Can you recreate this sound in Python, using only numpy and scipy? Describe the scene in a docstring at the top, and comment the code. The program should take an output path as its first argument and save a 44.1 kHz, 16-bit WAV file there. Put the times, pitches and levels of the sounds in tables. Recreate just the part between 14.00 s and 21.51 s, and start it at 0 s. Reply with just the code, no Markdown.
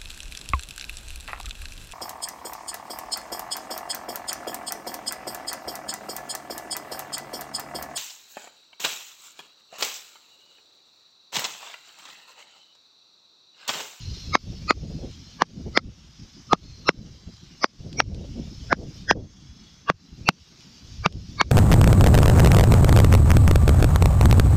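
"""Walking through dry grass

Someone moves through tall dry grass in gusty wind; pairs of hard knocks strike close to a small microphone.
Wind, grass and hiss are shaped noise, with faint narrow strips of noise; stalks snap in short puffs. A knock is
a short clipped ring with a crack and a thump; thin tones swell towards it. A limiter holds the peaks and ducks
wind and grass after them."""
import sys
import numpy as np
from scipy import signal
from scipy.fft import rfft, irfft
from scipy.io import wavfile
from scipy.ndimage import uniform_filter1d, minimum_filter1d

SR = 44100
rng = np.random.default_rng(int(sys.argv[2]) if len(sys.argv) > 2 else 0)


def put_to_file(sound):
    """Save the sound as 16-bit audio at rate SR, in the file named by the first command-line argument."""
    columns = np.atleast_2d(sound).T  # one column per channel
    safe = np.clip(columns, -1, 1)
    whole_steps = np.round(safe * 32767)
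    wavfile.write(sys.argv[1], SR, whole_steps.astype(np.int16))


def volts(x):
    """Linear amplitude factor 10**(x/20) for a level x in dB, scalar or array-like."""
    e = np.asarray(x, float) / 20
    return 10 ** e


N = 331191  # length in samples


def evened(x):
    """Normalization: scales to rms 1."""
    return x / np.sqrt(np.mean(x ** 2) + 1e-20)


def read(points, hz):
    """Spectral interpolation: dB on a log-frequency axis, silent above the last point."""
    f, value = np.transpose(points)
    return np.interp(np.log(hz + 1), np.log(f + 1), value, right=-120)


def add(mix, s, sound):
    """Superposition: adds a sound into the mix from time s."""
    part = mix[round(s * SR):][:len(sound)]
    part += sound[:len(part)]


def follow(table):
    """Linear interpolation: joins a control table into one dB curve a column."""
    s, *columns = np.transpose(table)
    return [np.interp(np.arange(N) / SR, s, db) for db in columns]


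def lumps(per_s):
    """Low-pass filtering: slow random fluctuation of rms 1, cut off at per_s in Hz."""
    b, a = signal.butter(2, per_s, fs=SR / 64)
    coarse = signal.lfilter(b, a, rng.standard_normal(N // 64 + 9))
    return np.interp(np.arange(N) / 64, np.arange(len(coarse)), evened(coarse))


def noise(colour, patchy_db, flicker_db, size=1024):
    """Overlap-add synthesis: random spectra with drifting patches and a flicker shared by all bins."""
    frames, hz = 4 * N // size + 5, np.fft.rfftfreq(size, 1 / SR)
    real, imag, patches = rng.standard_normal((frames, len(hz), 3)).T
    patches = uniform_filter1d(patches, size=5, axis=0)  # over frequency
    patches = evened(uniform_filter1d(patches, size=12, axis=1))  # over time
    flicker = evened(uniform_filter1d(rng.standard_normal(frames), size=3))
    level_db = read(colour, hz)[:, None] + patchy_db * patches + flicker_db * flicker
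    spectra = (real + 1j * imag) * volts(level_db)
    sound = signal.istft(spectra, nperseg=size, noverlap=size * 3 // 4)[1]
    return evened(sound[:N])


def burst(colour, decay_s, size=1024):
    """Impulsive excitation: a puff of coloured noise, linear rise and exponential decay, peak 1."""
    t, hz = np.arange(size) / SR, np.fft.rfftfreq(size, 1 / SR)
    puff = irfft(rfft(rng.standard_normal(size)) * volts(read(colour, hz)))
    puff = puff * t * np.exp(-t / decay_s)
    return puff / abs(puff).max()


# rising and falling breeze on the microphone: t/s, strength level/dB, bite/dB (how far it reaches up in pitch)
GUSTS = [(0.0, -45.5, -3.5), (0.69, -35.5, -2.5), (0.94, -37, 8.5), (1.13, -45.5, -8.5),
         (1.23, -52.5, -4.5), (1.51, -44.5, 1.5), (1.65, -38.5, -2), (1.78, -39.5, 0.5), (1.92, -49, -3),
         (2.32, -58, -1), (2.49, -49.5, -1.5), (2.61, -44.5, -1.5), (3.01, -45.5, 2), (3.39, -51, -3),
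         (3.72, -56, 1.5), (4.02, -34, -0.5), (5.02, -42.5, -3.5), (5.48, -56, -1.5), (6.73, -61.5, 5.5),
         (7.01, -38, -8.5), (7.11, -46, -11.5), (7.51, -36.5, 4.5)]
# single puffs of wind: t/s of the top, strength level/dB, length/s, bite/dB
PUFFS = [(0.094, -35, 0.15, -6.5), (.3, -32.5, 0.084, -2.5), (0.5, -34, 0.11, 1), (0.811, -31, 0.17, 0),
         (.95, -42, 0.1, -4.5), (1.046, -34.5, .12, 4.5), (1.215, -48.5, .05, -1.5), (1.279, -49, 0.028, 1),
         (1.6, -40, 0.055, 9.5), (1.666, -38.5, 0.076, 11), (1.86, -39.5, 0.16, -2),
         (2.226, -41.5, 0.074, -4.5), (2.707, -46, 0.13, -10), (2.99, -37.5, 0.039, -0.5),
         (3.096, -41.5, 0.13, -1.5), (3.282, -41, 0.047, 2), (3.805, -29.5, 0.032, -3.5),
         (3.865, -30, 0.064, 3.5), (4.11, -29.5, 0.24, 1), (4.21, -39, 0.052, 14.5), (4.386, -35, 0.11, 10),
         (4.47, -44, 0.023, 11), (4.591, -47.5, 0.039, -13), (4.83, -33, 0.19, 7), (5.165, -25, 0.18, 2),
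         (5.5, -52.5, 0.064, -19), (5.952, -41.5, .04, -5), (6.136, -42.5, 0.055, -7),
         (6.217, -37.5, .1, -0.5), (6.417, -50, 0.042, -14), (6.87, -48.5, .1, -1.5),
         (7.144, -27.5, 0.17, -2), (7.302, -48, 0.067, 1.5), (7.472, -32.5, 0.14, -2.5)]


def wind_strength():
    """Amplitude addition: bell-shaped puffs ride on the breeze and bring their own bite; both in dB."""
    breeze, bite = follow(GUSTS)
    t, total = np.arange(N) / SR, volts(breeze)
    bite = bite * total  # bite is averaged with amplitude as its weight
    for s, db, length, reach_db in PUFFS:
        puff = volts(db) * np.exp(-((t - s) / (0.36 * length)) ** 2)
        total = total + puff
        bite = bite + reach_db * puff
    return 20 * np.log10(total), bite / total


# relative spectra of the wind, from lowest layer to highest: f/Hz, level/dB (per Hz)
RUMBLE = [(12, -38.5), (25, -4), (60, 6), (110, 1), (160, -6), (300, -59.5), (500, -82)]
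BUFFET = [(70, -32), (130, -3), (180, 0), (260, -7.5), (350, -15), (500, -55.5), (800, -75)]
ROAR = [(200, -28), (330, -2.5), (460, -6), (700, -16), (1000, -31.5), (1500, -50.5), (2500, -87)]


def wind():
    """Turbulent pressure on a microphone: three lumpy noise layers rise with strength; bite tilts them."""
    BREEZE_DB = -50  # strength of a light breeze, from which the layers rise
    strength, bite = wind_strength()
    gust = strength - BREEZE_DB
    rumble_db = BREEZE_DB - 2 + gust - 0.36 * bite + 1.3 * lumps(20)
    buffet_db = BREEZE_DB - 1 + 0.64 * gust + 0.8 * bite + 4 * lumps(14)
    roar_db = BREEZE_DB - 16 + 0.88 * gust + 1.6 * bite + 3.5 * lumps(20)
    rumble = volts(rumble_db) * noise(RUMBLE, 0.97, 0.54, size=2048)
    buffet = volts(buffet_db) * noise(BUFFET, 1.9, 1.2)
    roar = volts(roar_db) * noise(ROAR, 0.38, 1.8, size=512)
    return rumble + buffet + roar


# rustling in time: t/s, rustle level/dB, airiness level/dB (relative to the rustle)
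RUSTLES = [(0.0, -47, -29), (0.21, -45.5, -27.5), (0.33, -49.5, -26.5), (0.67, -49, -29), (1.21, -52, -29),
           (1.42, -53.5, -28.5), (2.05, -56, -29), (2.7, -52.5, -29.5), (2.87, -54.5, -27.5),
           (3.09, -54.5, -29), (3.24, -56, -29.5), (4.87, -50.5, -28), (4.98, -48, -27), (5.1, -58, -28.5),
           (5.29, -58, -29), (5.73, -55, -29.5), (5.9, -60.5, -27), (6.02, -56.5, -26.5),
           (6.94, -51.5, -27.5), (7.51, -50, -27.5)]
# relative spectra of low swish, rustle and airy top: f/Hz, level/dB (per Hz)
SWISH = [(300, -24.5), (700, -3), (1250, -1.5), (1700, -3), (2300, -3.5), (3000, -35.5), (4000, -48.5)]
GRASS = [(1500, -33), (2300, -11.5), (3000, -6), (4300, -6), (5300, -1), (6600, -9.5), (7900, -24),
         (10000, -33), (12000, -57.5)]
AIR = [(9000, -21.5), (11500, -1.5), (13000, 4.5), (14500, -2.5), (16000, -9.5)]


def grass():
    """Broadband friction noise: rustle with an airy top, over a swish that follows it less steeply."""
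    rustle, airy = follow(RUSTLES)
    swish_db = -64 + 0.46 * (rustle - rustle.mean())
    swish = volts(swish_db) * noise(SWISH, 0.28, 0.8)
    blades = noise(GRASS, 2.7, 0.68) + volts(airy) * noise(AIR, 1.5, 0.8)
    return swish + volts(rustle) * blades


# relative spectrum of the capsule's own hiss: f/Hz, level/dB (per Hz)
CAPSULE = [(500, 0), (5000, -3), (9000, -14), (16000, -15.5)]


def capsule_hiss():
    """Self-noise: the capsule's faint, nearly steady hiss."""
    return volts(-84) * noise(CAPSULE, 0.4, 0.21)


# faint narrow strips of noise between knocks: start t/s, f/Hz, bandwidth/Hz, level/dB
NOISE_STRIPS = [(0, 4160, 294, -48.5), (0.36, 4460, 70, -58.5), (0.72, 4170, 70, -62),
                (0.719, 6890, 60, -79.5), (2.6, 4240, 250, -56), (2.9, 4000, 100, -64.5),
                (2.901, 7600, 60, -79), (4.009, 9720, 59.6, -89), (5.118, 3353, 50, -65.5),
                (5.12, 6300, 70, -67), (5.93, 4046, 60, -66.5), (6.298, 4680, 70, -64)]


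def noise_strips():
    """Narrow-band noise: a faint narrow strip of noise sounds from its start until a following knock."""
    out = np.zeros(N)
    for start, hz, width_hz, db in NOISE_STRIPS:
        end = min(row[0] for row in KNOCKS if row[0] > start + 0.1)
        t = np.arange(start, end, 1 / SR)
        r = np.exp(-np.pi * width_hz / SR)  # pole radius
        hiss = rng.standard_normal((len(t), 2)) @ [1, 1j]
        waver = signal.lfilter([1], [1, -2 * r, r * r], hiss)
        strip = evened((waver * np.exp(2j * np.pi * hz * t)).real)
        add(out, start, volts(db) * strip * signal.windows.tukey(len(t), 0.2))
    return out


# thin tones, one list a knock: f/Hz, level/dB, offset f/Hz of a weaker neighbour that beats with it
TONES = [
    [(1260, -24, -120), (2180, -27.5, 111), (3830, -35.5, 106), (5080, -32, -160), (4544, -38, 87.5),
     (6331, -37.5, 87.5)],
    [(1252, -24.5, -74), (2000, -34, 300.5), (2500, -30.5, 88), (4270, -25.5, 312.5), (4790, -29.5, 108.5),
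     (6900, -39.5, 114.5)],
    [(1150, -36, -124), (1676, -37.5, -77.5), (2900, -45.5, 180.5), (882, -44, 106), (2300, -45, -80.5),
     (4300, -48.5, 298)],
    [(1266, -27.5, 91), (2030, -30.5, 92), (4285, -32, 97.5), (4940, -31, -79.5), (5360, -36, -97.5)],
    [(1234, -22.5, -85), (2700, -45, -88), (5032, -41, 87.5), (4155, -42, 148)],
    [(1260, -25.5, -147), (2694, -33.5, 95), (4100, -30.5, -330), (5470, -30, -216), (5098, -40, 178)],
    [(1165, -35.5, 87.5), (2196, -36, -280), (4690, -29.5, 193), (5190, -29.5, -178), (5860, -36.5, 89)],
    [(406, -35.5, 84), (2255, -32, 103.5), (5600, -26, 73.5), (6000, -37.5, -113)],
    [(693, -32.5, -190), (1465, -27.5, 93.5), (1694, -29.5, 326.5), (5100, -39.5, 371.5)],
    [(1634, -21, -120), (1815, -24, 92), (3360, -35, -160), (5050, -27, 87), (5800, -37.5, -183),
     (5880, -32.5, 695.5)],
    [(1163, -27, -76), (1590, -33.5, 95), (2795, -38, -247), (3317, -45.5, 202)],
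    [(2684, -25, -244), (4370, -36, 168.5), (5857, -44.5, -100)],
    [(1196, -33.5, -104), (1640, -35, -147), (2303, -36.5, 92), (4700, -39, 182.5)],
    [(1163, -23, -109), (1647, -31.5, 88.5), (2220, -24.5, 51), (3770, -33.5, 98), (4350, -26, 270)],
]
# swell of low tones, high tones and hiss: crest t/ms from the halo's middle, crest level/dB,
# rise/ms from -20 dB
SWELL = [(-2, 7.5, 21.5), (-3.5, 2.5, 24.5), (2, 10.5, 24)]
# relative spectrum of the hiss that swells with the thin tones, also in the knock's echoes: f/Hz, level/dB (per
# Hz)
HALO_HISS = [(200, -15.5), (500, 9.5), (1500, -5.5), (3000, -8.5), (6000, -10), (7200, -30.5), (9500, -63)]


def halo(pairs):
    """Beating: paired thin tones in a hiss round their pitches swell and fade; high tones crest earlier."""
    NEIGHBOUR_DB, RISE_BEND = -7.5, 1.4
    FADE_DB_PER_MS, CUT_MS = 0.74, 24  # the fade steepens towards CUT_MS and beyond
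    t = np.arange(-2205, 2205) / SR
    swells = []
    for crest_ms, db, rise_ms in SWELL:
        before = np.maximum(crest_ms - t * 1000, 0)
        after = np.maximum(t * 1000 - crest_ms, 0)
        rise_db = -20 * (before / rise_ms) ** RISE_BEND
        fade_db = -FADE_DB_PER_MS * after - 20 * (after / CUT_MS) ** 4
        swells.append(volts(db + rise_db + fade_db))
    low, high, grain = swells
    tones = [(hz, db) for hz, db, off in pairs]
    tones += [(hz + off, db + NEIGHBOUR_DB) for hz, db, off in pairs]
    f = np.fft.rfftfreq(len(t), 1 / SR)
    lines, colour = np.zeros(len(t)), volts(read(HALO_HISS, f) - 43.5)
    for hz, db in tones:
        swell = low if hz < 2400 else high
        lines += swell * volts(db) * np.sin(2 * np.pi * (hz * t + rng.random()))
        colour += volts(db) * np.exp(-((f - hz) / 140) ** 2)
    hiss = irfft(rfft(rng.standard_normal(len(t))) * colour)
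    return lines + volts(13) * grain * hiss


# knocks: t/s, ring f/Hz, then level/dB relative to the blow of thump, crack (before clipping) and treble snap
KNOCKS = [(0.3525, 1113, -42, -5, -36), (0.7071, 1279, -34, -3.5, -37), (1.4196, 980, -14.5, -6.5, -35),
          (1.774, 1920, -20.5, -0.5, -38.5), (2.5311, 830, -10, -7.5, -43),
          (2.8902, 1510, -9.5, -0.5, -36.5), (3.6427, 1210, -29, -6.5, -40), (4.0018, 1278, -33.5, 2, -30),
          (4.7274, 1123, -11.5, -15, -45.5), (5.1101, 902, -11.5, -5.5, -36),
          (5.899, 1267, -6.5, -8, -35.5), (6.2881, 1312, -6, 1.2, -22), (7.0603, 1163, -3, -3.5, -39.5),
          (7.4123, 1136, -17, -4, -30)]
# relative spectrum of the crack: f/Hz, level/dB (per Hz)
CRACK = [(500, -1.5), (1500, 0.5), (3000, -7), (5500, -10.5), (7000, -16.5), (9000, -34.5), (12000, -64.5)]


def knock(ring_hz, thump_db, crack_db, snap_db):
    """Overload clipping: ring, push of air and crack saturate; housing thump, snap and echoes add to them."""
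    BLOW_DB = 18  # far over the limiter's ceiling
    PUSH_DB, BRIGHT_DB, PUSH_LOSS = 0.88, -36, 1.8  # a blow whose snap passes BRIGHT_DB moves less air
    t = np.arange(2048) / SR
    u = t / 0.00064
    ring = (u * np.exp(1 - u)) ** 2 * np.sin(2 * np.pi * ring_hz * t)
    push_db = PUSH_DB - PUSH_LOSS * max(snap_db - BRIGHT_DB, 0)
    push = volts(push_db) * np.exp(-((t - 0.0011) / 0.00042) ** 2)
    crack = volts(crack_db) * burst(CRACK, 0.00078, size=2048)
    squashed = np.tanh(1.6 * (ring + push + crack))  # the capsule overloads: cycles come out equally tall
    low_cut = signal.butter(3, 240, "high", fs=SR, output="sos")
    top_cut = signal.butter(8, 6600, fs=SR, output="sos")
    blow = signal.sosfilt(np.vstack([low_cut, top_cut]), squashed)
    thump_envelope = volts(thump_db - 60 * t / 0.03) * (1 - np.exp(-t / 0.0016))
    thump = thump_envelope * np.sin(2 * np.pi * 172 * t)
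    snap_colour = [(6000, -20.5), (8000, 7), (13000, -7), (16000, -4)]
    snap = volts(snap_db) * burst(snap_colour, 0.00069, size=2048)
    # nearby stalks and the walker's body scatter the blow
    echoes = volts(-33.5) * burst(HALO_HISS, 0.0042, size=2048)
    return volts(BLOW_DB) * (blow + thump + snap + echoes)


# small stalks snapping: t/s, peak level/dB
SNAPS = [(0.4643, -46), (1.1119, -40), (2.6379, -45.5), (3.3378, -42.5), (3.3672, -43.5), (3.9285, -30.5),
         (4.1455, -33), (6.6069, -40.5), (7.1242, -31)]


def snaps():
    """Brittle fracture: dry stalks break with a tick, a very short puff of bright noise."""
    out = np.zeros(N)
    colour = [(1500, -5), (4000, 11.5), (8000, -6), (15000, -31.5)]
    for s, db in SNAPS:
        add(out, s, volts(db) * burst(colour, 0.00098))
    return out


def scene():
    """Superposition: knocks with their halos over wind and grass."""
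    out = wind() + grass() + capsule_hiss() + noise_strips() + snaps()
    for (s, *row), tones in zip(KNOCKS, TONES):
        add(out, s + 0.0015 - 2205 / SR, halo(tones))  # its middle falls 1.5 ms into the knock
        add(out, s, knock(*row))
    return out[None]


def limiter(dry):
    """Gain reduction: looks ahead, clamps each peak and lets go in a quick and a slow stage."""
    CEILING = 0.95
    QUICK_S, SLOW_S, SLOW_SHARE = 0.04, 0.13, 0.55  # release time constants, share of the slow stage
    over_db = np.maximum(20 * np.log10(abs(dry[0]) / CEILING + 1e-9), 1e-3)
    ahead_db = -minimum_filter1d(-over_db, size=61)  # running maximum
    t = np.arange(N) / SR

    def release(s):
        """Exponential relaxation: the reduction in dB jumps up with a peak and decays with time constant s."""
        return np.exp(np.maximum.accumulate(np.log(ahead_db) + t / s) - t / s)

    held_db = np.maximum(release(QUICK_S), SLOW_SHARE * release(SLOW_S))
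    smooth_db = uniform_filter1d(uniform_filter1d(held_db, size=31), size=31)
    return dry / volts(smooth_db)


def band_limit(x):
    """A steep low-pass at the top of the band."""
    return signal.sosfilt(signal.butter(12, 15970, fs=SR, output="sos"), x)


def record(dry):
    """Signal chain: the scene passes through the limiter first."""
    mix = limiter(dry)
    return band_limit(mix)


dry = scene()
out = record(dry)
put_to_file(out)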